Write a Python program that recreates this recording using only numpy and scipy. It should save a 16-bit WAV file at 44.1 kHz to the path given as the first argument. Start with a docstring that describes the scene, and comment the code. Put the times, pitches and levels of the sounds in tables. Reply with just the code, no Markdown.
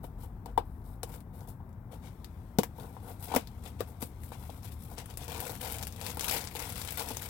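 """Plastic sheet in a car door

A stiff vapour barrier is pushed about inside a stripped car door, close to a phone in a garage.
Creases give way in showers of tiny cracks, wide folds flex and flutter, and now and then a patch snaps
through and rings the door cavity. The sheet is louder on the left microphone, as the phone's body
shades the right one. Room noise and a low rumble lie under it all."""
import sys
import numpy as np
from scipy import signal
from scipy.fft import rfft, irfft
from scipy.io import wavfile
from scipy.ndimage import uniform_filter1d

SR = 44100
rng = np.random.default_rng(int(sys.argv[2]) if len(sys.argv) > 2 else 0)


def to_wav(s):
    """Save 16-bit WAV."""
    ch = np.atleast_2d(s).T  # columns
    pcm = np.round(np.clip(ch, -1, 1) * 32767)  # PCM
    wavfile.write(sys.argv[1], SR, pcm.astype(np.int16))


N = 321489
T = np.arange(N) / SR

# spectrum of the garage's room tone: f/Hz, level/dB
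ROOM_TONE = [(20, -25.5), (38, -7.5), (58, -1.5), (100, 2), (150, -5), (230, -8), (330, -17), (550, -23.5),
             (880, -20), (1400, -30), (2100, -37.5), (6000, -95), (10000, -56), (16000, -42)]
# course of the deep rumble: t/s, level/dB
RUMBLE_LEVEL = [(0, -45), (.9, -45), (2, -57.5), (3.3, -55), (7.3, -60)]
# course of the low drone: t/s, level/dB
DRONE_LEVEL = [(0, -63), (2.4, -75), (3.2, -48.5), (3.7, -48.5), (5.9, -45.5), (7.3, -54.5)]
# modes of the hollow door behind the sheet: f/Hz, t60/s, level/dB
DOOR_MODES = [(266, 0.043, -5.5), (439, 0.012, 7.5), (470.5, 0.053, 3.5), (523, 0.038, -5), (729, 0.025, 3),
              (894, 0.018, 2.5), (967, 0.03, -2), (1433, 0.014, -7.5), (1520, 0.034, -16),
              (2980, 0.092, -20.5), (3710, 0.036, -21)]
# the hand resting on the sheet, heavier towards the end: t/s, crinkle level/dB
HAND_CONTACT = [(0, -76.5), (1.85, -80), (2.05, -69), (2.7, -71.5), (2.95, -66), (3.5, -66), (4.0, -67.5),
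                (5.1, -65), (5.95, -56.5), (6.5, -52), (7.3, -50)]
# pushes of the hand: t/s, swell/s, hold/s, crinkle level/dB, long creases against it/dB, fold level/dB
HAND_PUSHES = [ (0.026, 0.012, 0.0043, -52.5, -18, -40), (0.172, 0.062, .004, -52, -11.5, -44),
               (0.457, 0.03, .005, -68, 0, -45), (0.636, 0.02, 0.16, -68, -31, -70),
               (0.837, 0.0079, 0.098, -60, -32, -54), (1.056, 0.046, 0.035, -52, -9, -44.5),
               (1.126, 0.015, 0.0068, -48, -11, -45), (1.324, 0.019, 0.1, -59, -11, -50.5),
               (1.467, 0.015, 0.0083, -49, -17, -48), (1.908, 0.018, 0.0056, -53.5, -4, -40.5),
               (2.015, 0.029, 0.034, -60, 2, -51.5), (2.743, 0.053, 0.06, -54, -7, -43),
               (2.852, 0.037, 0.073, -61.5, -22, -53), (3.006, 0.083, 0.028, -50.5, -9.5, -42),
               (3.189, 0.039, 0.025, -41.5, -14.5, -46.5), (3.25, 0.12, 0.0064, -46.5, 4, -34),
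               (3.618, 0.045, 0.0048, -48, -2.5, -44), (3.789, 0.0069, 0.0046, -57.5, 10, -43.5),
               (3.862, 0.018, 0.016, -55.5, -24, -52), (3.997, 0.022, 0.0086, -39, -15, -45),
               (4.18, 0.082, 0.026, -52, -19, -60), (4.312, 0.012, 0.011, -51.5, -1, -42.5),
               (4.357, 0.054, 0.17, -54, -7, -51), (4.618, 0.034, 0.011, -45.5, -5.5, -51),
               (4.71, 0.0083, 0.0041, -48.5, -11, -68), (4.778, 0.05, 0.029, -50.5, -19, -69),
               (4.865, 0.045, 0.024, -52, -12, -48), (4.968, 0.0094, 0.0088, -48.5, 5, -38.5),
               (5.071, 0.031, 0.0062, -51, -1, -44.5), (5.164, 0.062, 0.016, -49.5, 1, -43.5),
               (5.27, 0.029, 0.1, -45, 1, -37.5), (5.343, 0.11, 0.053, -41, -5, -35.5),
               (5.508, 0.022, 0.051, -52, -4, -52), (5.598, 0.014, 0.15, -39.5, -3, -39),
               (5.755, 0.052, 0.031, -46, -3, -41.5), (5.968, 0.097, 0.042, -41.5, -3, -39.5),
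               (6.199, 0.034, 0.041, -39, -2.5, -36.5), (6.251, 0.044, 0.072, -30.5, -4.5, -32.5),
               (6.376, 0.013, 0.055, -50.5, 3, -43), (6.559, 0.0055, 0.14, -41.5, -2, -41.5),
               (6.744, 0.016, 0.085, -42.5, -2, -45), (6.866, 0.011, 0.046, -43.5, 1, -52),
               (6.942, 0.041, 0.031, -36, -3, -34), (7.02, 0.052, 0.073, -46, -2.5, -44),
               (7.163, 0.07, 0.12, -44.5, -2, -64), ]
# the loudest single creases: t/s, level/dB
CREASE_TICKS = [(.8176, -60), (1.0319, -22), (1.205, -43.5), (1.407, -43), (1.6916, -58), (1.7288, -55),
                (2.2449, -32.5), (2.799, -40), (3.4727, -35), (4.0045, -51), (4.235, -37), (4.5007, -37.5),
                (4.631, -41), (4.981, -36), (5.0585, -35), (5.1387, -41), (5.1728, -25), (5.2424, -35),
                (5.2805, -28.5), (5.3707, -29.5), (5.403, -22), (5.5191, -30), (5.539, -36.5),
                (5.553, -30.5), (5.6103, -36), (5.7228, -23.5), (5.758, -38), (5.7844, -30),
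                (5.8267, -23.5), (5.8333, -26), (5.8697, -25.5), (5.876, -28.5), (5.9242, -35),
                (5.9618, -34), (6.013, -26), (6.0648, -21.5), (6.0967, -27.5), (6.103, -29), (6.1154, -35),
                (6.1455, -37), (6.1945, -19.5), (6.2088, -17.5), (6.2439, -19), (6.2834, -22), (6.374, -25),
                (6.4123, -26), (6.4408, -29.5), (6.4492, -32), (6.4728, -27), (6.5573, -22), (6.594, -24),
                (6.623, -27), (6.7017, -29.5), (6.723, -29.5), (6.7735, -32), (6.816, -23), (6.849, -28),
                (6.8753, -26), (6.9225, -28), (6.9956, -23.5), (7.0871, -23.5), (7.1162, -37),
                (7.1696, -22), (7.221, -27)]
# patches snapping through, some together: t/s, crack/dB, patch f/Hz, patch/dB, swing time/s, knock/dB
PATCH_SNAPS = [ (0.0414, -41, 507, -34, 0.00077, -34), (0.4587, -33, 940, -33, 0.0019, -37.5),
               (0.5765, -24, 905, -8.5, 0.0017, -19), (.5765, -52, 3500, -36, 0.0024, -54),
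               (.581, -50, 2980, -43.5, 0.0065, -46), (1.0309, -32, 600, -50, 0.00088, -29),
               (1.602, -69, 850, -41, 0.0019, -55), (2.2473, -52, 4400, -54, 0.0011, -58),
               (2.586, -11, 213, -6.5, 0.0019, -15.5), (2.586, -16.5, 392, -23, 0.0048, -46),
               (2.633, -16, 958, -31, 0.0033, -34), (2.967, -62, 895, -29, 0.00062, -44),
               (3.316, -48, 870, -22.5, 0.0014, -33), (3.3393, -27, 920, -16, 0.0012, -23.5),
               (3.349, -16, 258, -22.5, 0.0023, -25.5), (3.3615, -9.5, 540, -21, 0.0022, -15.5),
               (3.3645, -43, 256, -17, 0.0035, -28), (3.3649, -38, 2150, -16.5, 0.0005, -52),
               (3.659, -42, 3500, -46, 0.0055, -40), (3.8057, -25, 471, -17.5, 0.0019, -50),
               (3.806, -26.5, 1193, -30.5, 0.0033, -36.5), (4.025, -23, 254, -25, 0.0025, -32),
               (4.32, -49, 835, -26.5, 0.00043, -49), (4.495, -43, 730, -28, 0.0012, -43),
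               (6.171, -23, 890, -29.5, 0.00095, -32), (6.551, -25, 831, -31, 0.00087, -35),
               (7.1055, -24, 900, -32, 0.0018, -48), (7.1078, -34, 257, -30, 0.0038, -32.5), ]
# spectrum of a crack in the plastic: f/Hz, level/dB
CRACK_SPECTRUM = [(150, -0.5), (500, -0.5), (1400, -1.5), (2200, -0.5), (2700, -3.5), (3500, -2),
                  (5000, -6), (7000, -6), (10000, -2.5), (16000, -5.5)]
# spectrum of short, bright creases: f/Hz, level/dB
SHORT_SPECTRUM = [(1000, -28), (2900, -12), (3700, -3.5), (5400, -9.5), (7000, -11), (8800, 0.5),
                  (12500, 3), (16000, -1)]
# spectrum of long, duller creases: f/Hz, level/dB
LONG_SPECTRUM = [(200, -9), (600, 3), (1300, 7), (1750, -2.5), (2200, 5), (2800, 2), (3600, 0.5),
                 (4800, -6), (9000, -3.5), (16000, -60)]
# parts of the sheet: favoured crease f/Hz, lead at the right microphone/s
SHEET_PARTS = [(2200, 0.00019), (3700, 0.00024), (5500, 0.00016), (9000, 0.00023), (12800, 0.000137)]
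# the phone's shade on the right microphone: f/Hz, level against the left/dB
PHONE_SHADE = [(60, -3.5), (200, -5), (400, -8), (750, -12), (1300, -18.5), (2400, -20), (4400, -23),
               (8000, -24.5), (15000, -10)]


def undb(db):
    """Decibels to gain."""
    return 10 ** (np.asarray(db) / 20)


def curve(rows):
    """A table of t/s and value, joined by straight lines."""
    return np.interp(T, *np.transpose(rows))


def unit(x):
    """Scale to rms 1."""
    return x / np.sqrt(np.mean(x ** 2))


def noise():
    """White noise."""
    return rng.standard_normal(N)


def colour(x, points, size=4096):
    """Causal filter following a table of f/Hz and level/dB, built from the cepstrum."""
    hz, db = np.transpose(points)
    bins_hz = np.fft.rfftfreq(size, 1 / SR)
    gain = undb(np.interp(np.log(bins_hz + 1), np.log(hz), db))
    cepstrum = irfft(np.log(gain))
    cepstrum[1:size // 2] *= 2
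    cepstrum[size // 2 + 1:] = 0
    impulse = irfft(np.exp(rfft(cepstrum)))
    return signal.fftconvolve(x, impulse)[:N]


def resonate(x, hz, width_hz):
    """One resonance, gain 1 at its centre."""
    return signal.lfilter(*signal.iirpeak(hz, hz / width_hz, fs=SR), x)


def add(track, s, sound):
    """Mix a sound into a track at time s."""
    start = int(s * SR)
    track[start:start + len(sound)] += sound[:N - start]


def early(x, lead_s):
    """The same sound, reaching a microphone a little sooner."""
    return np.interp(T + lead_s, T, x)


def garage():
    """Steady room tone with a deep rumble and a low, wavering drone."""
    room = undb(-44) * unit(colour(noise(), ROOM_TONE))
    for level, hz, width_hz in ((RUMBLE_LEVEL, 44.3, 13), (DRONE_LEVEL, 76.3, 16)):
        band = resonate(noise(), hz, width_hz)
        room += undb(curve(level)) * unit(resonate(band, hz, width_hz))
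    return room


def reflections(x, near_db, near_t60, far_db, far_t60):
    """Echoes off the door skin, then the garage tail; creases lie apart, so echoes never repeat."""
    out = np.zeros((2, N))
    edges_hz = np.geomspace(150, 17000, 13)
    hiss = rng.standard_normal((2, N))
    for lo, hi in zip(edges_hz, edges_hz[1:]):
        band = signal.butter(4, [lo, hi], "bandpass", fs=SR, output="sos")
        power = signal.sosfilt(band, x + 1e-9 * hiss[0]) ** 2
        energy = 0
        for db, t60 in ((near_db, near_t60), (far_db, far_t60)):
            keep = undb(-60 / (t60 * SR)) ** 2
            energy = energy + undb(db) ** 2 * signal.lfilter([1 - keep], [1, -keep], power)
        bounce = hi / np.hypot(hi, 1800)  # long waves bend round the panel instead of bouncing off it
        out += bounce * np.sqrt(energy) * unit(signal.sosfilt(band, hiss))
    return out


def metal_echo(x, echo_db, gap_s, hold_s=.07):
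    """The metal just behind the sheet mirrors each crease; as the gap shifts, so does the colour."""
    hold = int(hold_s * SR) + 1
    lags = gap_s * SR * rng.uniform(.5, 2, N // hold + 1)
    lags = np.repeat(lags, hold)[:N].astype(int)
    echo = x[..., np.maximum(np.arange(N) - lags, 0)]
    return (x + undb(echo_db) * echo) / np.hypot(1, undb(echo_db))


def door(x):
    """The hollow door answers with a few short modes, neighbours in opposite phase."""
    t = T[:SR // 5]
    ring = sum((-1) ** k * undb(db - 60 * t / t60) * np.sin(2 * np.pi * hz * t)
               for k, (hz, t60, db) in enumerate(DOOR_MODES))
    return signal.fftconvolve(x, ring)[:N]


def hand(sag_db_per_s=28, release_db_per_s=344):
    """Gains of crinkle, long creases and wide folds: a push swells, sags while held and dies away."""
    resting_db = curve(HAND_CONTACT) + np.array([[0], [-1.5], [2.5]])  # crinkle, long creases, folds
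    power = undb(resting_db) ** 2
    for s, swell_s, hold_s, db, long_db, fold_db in HAND_PUSHES:
        swell = np.clip((T - s) / swell_s, 0, 1)
        held_s = np.maximum(T - s - swell_s, 0)
        released_s = np.clip(held_s - hold_s, 0, 1)
        push = swell * undb(-sag_db_per_s * held_s - release_db_per_s * released_s)
        power += (undb([[db], [db + long_db], [fold_db]]) * push) ** 2
    return np.sqrt(power)


def shower(per_s, spread_db, decay_s, even_s):
    """Envelope of random buckles, many small and a few larger, each dying quickly; rms near 1."""
    size = undb(spread_db * np.minimum(rng.exponential(size=N), 4))
    energy = (rng.random(N) < per_s / SR) * size ** 2
    energy = signal.lfilter([1], [1, -np.exp(-2 / (decay_s * SR))], energy) + 1e-4
    # the hand feeds energy in steadily, so a large buckle relieves its neighbours
    supply = uniform_filter1d(energy, int(even_s * SR) + 1)
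    return np.sqrt(energy / supply)


def crack(swell_s, size=1024):
    """A buckle runs along a crease, swells and dies away."""
    age = T[:size] / swell_s
    return rng.choice([-1, 1], size) * age * np.exp(1 - age)


def wide_folds(fold_gain):
    """Wide folds flop over and sound through the door."""
    flops = shower(per_s=260, spread_db=0.5, decay_s=0.00071, even_s=0.0313) * noise()
    tone = [(120, 8.5), (390, -7.5), (475, -3.5), (570, -4.5), (850, -0.5), (1600, 3.5), (4000, -18)]
    return undb(-4) * fold_gain * unit(colour(door(flops), tone))


def ticks():
    """Single stiff creases let go with a bright click, each ringing briefly at its own pitch."""
    track = np.zeros(N)
    pitches_hz = np.exp(rng.uniform(np.log(3800), np.log(14000), len(CREASE_TICKS)))
    for (s, db), hz in zip(CREASE_TICKS, pitches_hz):
        click = crack(swell_s=0.00046)
        ring = undb(7) * resonate(click, hz, .14 * hz)
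        add(track, s, undb(db) * (click + ring))
    return colour(track, CRACK_SPECTRUM)


def snaps():
    """A patch cracks, swings a few times at its own pitch and knocks on the door."""
    cracks, swings, knocks = np.zeros((3, N))
    t = T[:SR // 20]
    for s, crack_db, hz, patch_db, swing_s, knock_db in PATCH_SNAPS:
        add(cracks, s, undb(crack_db) * crack(swell_s=0.00065))
        swell = t / swing_s * np.exp(1 - t / swing_s)
        add(swings, s, -undb(patch_db) * swell * np.sin(2 * np.pi * hz * t))
        add(knocks, s, undb([knock_db]))
    # the swings carry no deep bass below about 75 Hz
    swings = signal.sosfilt(signal.butter(2, 75, "highpass", fs=SR, output="sos"), swings)
    return undb(-2) * (colour(cracks, CRACK_SPECTRUM) + swings + door(knocks))


def crinkle(fine_gain, long_gain):
    """The sheet close up, on both microphones: gentle pushes slide, hard ones buckle the creases."""
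    sliding_share = 1 / (1 + fine_gain / undb(-59.5))
    # one buckle sets off its neighbours, so they come in short, sharp volleys
    volleys = shower(per_s=210, spread_db=1.0, decay_s=0.0024, even_s=0.018)
    short = unit(colour(noise(), SHORT_SPECTRUM))
    long = unit(colour(noise(), LONG_SPECTRUM))
    coarseness = long_gain / fine_gain
    out = np.zeros((2, N))
    for hz, lead_s in SHEET_PARTS:
        shift = rng.integers(N)  # the parts rustle independently
        film = undb(-3.5) * np.roll(short, shift) + coarseness * np.roll(long, shift)
        film = undb(-3) * film + undb(6) * resonate(film, hz, 0.26 * hz)
        buckles = shower(per_s=900, spread_db=-0.5, decay_s=0.00021, even_s=0.024) * volleys
        texture = np.sqrt(sliding_share + (1 - sliding_share) * buckles ** 2)
        part = undb(-6.5) * fine_gain * film * texture
        out += [part, early(part, lead_s)]
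    return metal_echo(out, echo_db=-4.5, gap_s=.0008)


def scene():
    """Two microphones close to the door, each with its own echoes; the right one is early and shaded."""
    fine_gain, long_gain, fold_gain = hand()
    creases = crinkle(fine_gain, long_gain)
    flexing = wide_folds(fold_gain) + snaps() + ticks()
    echoes = reflections(creases[0] + flexing, near_db=-3, near_t60=0.07, far_db=-14.5, far_t60=0.16)
    common = flexing + garage()
    left = creases[0] + common + echoes[0]
    right = creases[1] + early(common, lead_s=9 / SR) + undb(8.5) * echoes[1]
    return np.array([left, colour(right, PHONE_SHADE)])


def record(dry):
    """The phone cuts the top steeply above 16 kHz."""
    return signal.sosfilt(signal.ellip(10, .2, 80, 16000, fs=SR, output="sos"), dry)


dry = scene()
out = record(dry)
to_wav(out)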